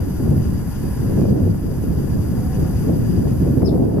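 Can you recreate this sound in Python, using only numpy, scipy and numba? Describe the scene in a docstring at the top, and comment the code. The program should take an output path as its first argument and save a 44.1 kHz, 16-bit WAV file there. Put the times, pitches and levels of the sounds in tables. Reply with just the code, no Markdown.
"""Wind on a pondside microphone.

Gusts buffet a camera's microphone ports, over far traffic and the hiss and whir of the camera's motor.
A far engine whines briefly. A small bird peeps faintly; later one chirps close by on the left.
Gain control ducks the whole mix under the strongest gusts."""
import sys
import numpy as np
from scipy import signal
from scipy.fft import rfft, irfft
from scipy.io import wavfile
from numba import njit

SR = 44100
rng = np.random.default_rng(int(sys.argv[2]) if len(sys.argv) > 2 else 0)


def dump(signal):
    """Clip the signal to [-1, 1] and save it as 16-bit WAV at the path in sys.argv[1]."""
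    limited = np.clip(np.atleast_2d(signal).T, -1, 1)
    pcm = np.round(limited * 32767).astype(np.int16)
    wavfile.write(sys.argv[1], SR, pcm)


N = 176400

# Gust strength: time_s, rumble_gain_db, rush_gain_db
GUSTS = [(0.0, -2.5, 2.5), (0.14, -6.5, -9), (0.24, -1, 1.5), (0.34, 3.0, 1.5), (0.42, 1, -2.5),
         (0.54, -1.0, -5.5), (0.74, -9.5, -14.5), (0.86, -1.5, -3), (0.96, -6.5, -11.5), (1.03, 0.5, -3.5),
         (1.09, -6, -1), (1.19, 2, 5.5), (1.38, 2.5, 9), (1.48, 4.5, 5), (1.61, 0, -4.5), (1.69, 1, 1.5),
         (1.77, -1.5, -3.5), (1.94, 0.5, 1.5), (2.07, -2.5, -2.5), (2.16, 2, -3.5), (2.25, -4.5, -4.0),
         (2.38, -0.5, -4.5), (2.51, -4, -11.5), (2.61, 1, 1.5), (2.69, -5.5, -2.5), (2.801, -1, -6.5),
         (2.89, -2, 6.5), (3.07, 0.5, -0.5), (3.27, 1.5, 4.5), (3.39, 1.0, -4), (3.46, 1.5, 7.5),
         (3.55, 1, 6.5), (3.63, 5, 13), (3.72, 3, 14.5), (3.83, 8.0, 17), (3.91, -0.5, 11.5),
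         (4.0, 7, 16.5)]
# Wind spectrum: freq_hz, density_db
WIND_SPECTRUM = [(8, -74), (20, -62), (30, -66), (46, -47), (70, -37.5), (100, -37.5), (165, -38),
                 (260, -43), (390, -50), (520, -57.5), (750, -70), (1100, -84.5), (2000, -107.5),
                 (3500, -110)]
# Wind likeness between the ports: freq_hz, correlation
WIND_CORRELATION = [(30, 1), (80, 0.92), (160, 0.54), (300, 0.071), (550, -0.15), (1000, 0.031)]
# Single eddies: centre_s, gain_db, left_minus_right_db, peak_hz
EDDIES = [(0.278, -4.5, 0, 170), (1.217, -4, -2, 200), (1.255, -5, 3, 220), (1.546, -16, -4, 380),
          (3.272, -7, 3, 220), (3.614, -2, 5, 160), (3.621, -13, 1, 520), (3.740, -4, 1, 220),
          (3.985, -6, -5, 340)]
# Near bird: time_s, pitch_hz, level_db
NEAR_CHIRP = [(3.641, 4800, -52), (3.647, 5100, -36), (3.657, 5370, -27.5), (3.663, 5250, -21.5),
              (3.671, 4860, -27), (3.681, 4340, -32.5), (3.685, 3950, -36), (3.695, 3550, -37),
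              (3.703, 3400, -49)]
# Far bird: time_s, pitch_hz, level_db
FAR_PEEP = [(1.19, 2430, -61), (1.23, 2410, -54), (1.265, 2450, -54.5), (1.3, 2430, -67)]
# Bird reflections off water and bank: delay_s, gain_db
BIRD_REFLECTIONS = [(.012, -9), (.029, -18)]
# Far engine: time_s, fundamental_hz, level_db
ENGINE_TRACK = [(2.26, 238.4, -56), (2.32, 245, -42.5), (2.55, 248.1, -39), (2.75, 251, -45),
                (2.95, 249, -76)]
# Engine harmonics: order, gain_db
ENGINE_HARMONICS = [(2, 2.5), (3, -1.5), (4, -16), (5, -18)]
# Far roads: freq_hz, density_db
TRAFFIC_SPECTRUM = [(60, -47), (300, -73), (500, -72.5), (750, -71), (1000, -72), (1200, -77.5),
                    (1600, -80), (2000, -84), (2500, -94), (4000, -97.5), (8000, -106)]
# Camera hiss: freq_hz, density_db
HISS_SPECTRUM = [(3000, -104), (5000, -100.5), (7400, -91), (8000, -88.5), (9300, -98), (10000, -81),
                 (10800, -84.5), (11500, -81.5), (12500, -84), (13200, -86), (13800, -91), (15500, -99)]
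# Casing resonances: centre_hz, width_hz, left_density_db, right_density_db
CASING_MODES = [(1422, 16.5, -67, -81), (1460, 17, -71.5, -83), (1604, 43, -76, -96),
                (1713, 22.3, -68.5, -79), (1912, 46, -76.5, -102), (2514, 15, -78, -77),
                (2790, 370, -82, -129), (3200, 1150, -87.5, -99), (4620, 165, -78.5, -82.5),
                (4897, 190, -75.5, -85.5), (5420, 150, -82.5, -96), (5850, 440, -83.5, -94),
                (6400, 400, -81, -100), (6980, 160, -80.5, -86), (8860, 800, -88, -102)]
# Lead of the camera's sound at the left port: freq_hz, phase_rad
LEFT_LEAD = [(1400, .3), (1720, .7), (2240, .2), (2930, 3), (4300, 2.7), (4700, 4.5), (6800, 4.11),
             (8350, 5), (9900, 5.46), (12000, 5.93), (13600, 6.28), (15200, 7.4)]


def wind(crossover_hz=270, shared_flutter_db=1.25, own_flutter_db=.9):
    """Turbulence in octave bands: low ones follow the rumble, high ones the rush; all flutter."""
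    f, out = freqs_hz(), 0
    time_s, rumble_db, rush_db = np.array(GUSTS).T
    rumble_db, rush_db = np.interp(times_s(), time_s, rumble_db), np.interp(times_s(), time_s, rush_db)
    spectrum, correlation = undb(at_hz(WIND_SPECTRUM, f)), at_hz(WIND_CORRELATION, f)
    shared_db = shared_flutter_db * wander(70)
    for centre_hz in 25 * 2 ** np.arange(8):
        band = np.cos(np.pi / 2 * np.clip(np.log2(f / centre_hz), -1, 1))
        rush_share = 1 / (1 + (crossover_hz / centre_hz) ** 4)
        gust_db = rumble_db + (rush_db - rumble_db) * rush_share
        flutter_db = (0.5 + rush_share) * shared_db + own_flutter_db * wander(45)
        out = out + undb(gust_db + flutter_db) * stereo_noise(band * spectrum, correlation)
    return out


def eddy_slaps():
    """Each eddy is one quick pull and push of pressure at the ports."""
    out = 0
    for centre_s, gain_db, pan_db, peak_hz in EDDIES:
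        u = 2 * np.pi * peak_hz * (times_s() - centre_s)
        pulse = u / (1 + u ** 2) ** 2
        out = out + pulse * undb([[gain_db + pan_db / 2], [gain_db - pan_db / 2]])
    return out


def birds(rough_db=2, octave_db=-13, right_db=-31):
    """Rough whistles on the left, gaining an octave when loudest, reflected by water and bank."""
    t, song = times_s(), 0
    roughness = undb(rough_db * wander(290))
    for phase, amp in (glide(NEAR_CHIRP), glide(FAR_PEEP)):
        octave = undb(octave_db) * amp / amp.max() * np.sin(2 * phase)
        song = song + roughness * amp * (np.sin(phase) + octave)
    reflected = sum(undb(db) * np.interp(t - delay_s, t, song) for delay_s, db in BIRD_REFLECTIONS)
    return (song + reflected) * undb([[0], [right_db]]) + bank_echo(song)


def bank_echo(song, delay_s=.005, t60_s=0.2, left_db=-6.5, right_db=-15.5):
    """The bank scatters the song into a short diffuse tail."""
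    t = times_s()
    tail = rng.standard_normal((2, N)) * undb(-60 * t / t60_s) * (t > delay_s)
    tail /= np.sqrt(np.sum(tail ** 2, axis=1, keepdims=True))
    return signal.fftconvolve(song[None], tail, axes=1)[:, :N] * undb([[left_db], [right_db]])


def far_engine(waver_db=1.2, waver_rad=1.1):
    """Engine harmonics waver in level and phase, partly alike at the two ports."""
    phase, amp = glide(ENGINE_TRACK)
    left, other = (sum(undb(db + waver_db * wander(14)) * np.sin(order * phase + waver_rad * wander(23))
                       for order, db in ENGINE_HARMONICS) for _ in range(2))
    return amp * np.array([left, (left + other) / 2])


def far_traffic():
    """Far roads merge into a steady wash."""
    return stereo_noise(undb(at_hz(TRAFFIC_SPECTRUM, freqs_hz())), correlation=0.67)


def camera_motor(hiss_flutter_db=0.77, whir_flutter_db=1.2):
    """A small motor hisses at both ports and rings the casing, mostly at the left."""
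    f, comb = freqs_hz(), motor_comb()
    hiss = stereo_noise(comb * undb(at_hz(HISS_SPECTRUM, f)), correlation=.96)
    hiss *= undb(hiss_flutter_db * wander(26))
    casing_power = sum(undb([[left_db], [right_db]]) ** 2 * resonance(f - centre_hz, 0.77 * width_hz)
                       for centre_hz, width_hz, left_db, right_db in CASING_MODES)
    whir = stereo_noise(comb * np.sqrt(casing_power), correlation=.88)
    whir *= undb(whir_flutter_db * wander(21))
    left, right = hiss + whir
    lag = np.exp(-1j * at_hz(LEFT_LEAD, f))
    return np.array([left, irfft(rfft(right) * lag, N)])


def motor_comb(turn_hz=116.22, line_db=5.5, scatter_db=1, half_width_hz=6.7):
    """The motor repeats each turn, so its noise bunches at multiples of the turn rate."""
    f = freqs_hz()
    order = np.round(f / turn_hz).astype(int)
    line_gain = undb(line_db + scatter_db * rng.standard_normal(order.max() + 1))
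    power = 1 + line_gain[order] ** 2 * resonance(f - order * turn_hz, half_width_hz)
    return np.sqrt(power / power.mean())


def agc_gain(dry, threshold_db=-20.5, ratio=3.37, attack_s=0.014, release_s=0.91, low_cut_hz=263):
    """Soft-knee gain control, deaf to the deepest rumble."""
    sensed = signal.sosfilt(signal.butter(2, low_cut_hz, "high", fs=SR, output="sos"), dry)
    start = float(undb(-16.5))  # still held from an earlier gust
    envelope = follow(np.abs(sensed).mean(axis=0), start, attack_s, release_s)
    return (1 + (envelope / undb(threshold_db)) ** 4) ** (-(1 - 1 / ratio) / 4)


@njit
def follow(x, level, attack_s, release_s):
    """One-pole attack/release envelope."""
    out = np.empty(len(x))
    for i in range(len(x)):
        level += (x[i] - level) / (SR * (attack_s if x[i] > level else release_s))
        out[i] = level
    return out


def undb(db):
    return 10 ** (np.asarray(db) / 20)


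def times_s():
    return np.arange(N) / SR


def freqs_hz():
    return np.maximum(np.arange(N // 2 + 1) * SR / N, 1)


def at_hz(table, hz):
    """Interpolates (freq_hz, value) rows on a log-frequency axis."""
    freq_hz, value = np.array(table).T
    return np.interp(np.log(hz), np.log(freq_hz), value)


def resonance(offset_hz, half_width_hz):
    """Power peak, 6 dB down at the half width."""
    return 1 / (1 + (offset_hz / half_width_hz) ** 2) ** 2


def noise(density):
    """Noise of the given amplitude per root Hz."""
    return irfft(rfft(rng.standard_normal(N)) * density, N) * np.sqrt(SR / 2)


def stereo_noise(density, correlation):
    """Partly correlated left and right noise."""
    c = np.clip(correlation, -.99, .99)
    mid, side = noise(density * np.sqrt((1 + c) / 2)), noise(density * np.sqrt((1 - c) / 2))
    return mid + np.array([[1], [-1]]) * side


def wander(rate_hz):
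    """Smooth random signal of unit deviation."""
    x = noise(np.exp(-(freqs_hz() / rate_hz) ** 2))
    return x / x.std()


def glide(table):
    """Phase and amplitude of a tone along (time_s, pitch_hz, level_db) rows."""
    time_s, pitch_hz, level_db = np.array(table).T
    t = times_s()
    phase = 2 * np.pi * np.cumsum(np.interp(t, time_s, pitch_hz)) / SR
    return phase, undb(np.interp(t, time_s, level_db)) * (t > time_s[0]) * (t < time_s[-1])


def scene():
    return wind() + eddy_slaps() + far_traffic() + far_engine() + camera_motor() + birds()


def record(dry, makeup_db=0.57, top_hz=15500):
    """Gain control, eased ends, steep low-pass."""
    ducked = dry * agc_gain(dry) * undb(makeup_db)
    low_pass = signal.ellip(10, .2, 80, top_hz, fs=SR, output="sos")
    return signal.sosfilt(low_pass, ducked * signal.windows.tukey(N, .002))


dry = scene()
out = record(dry)
dump(out)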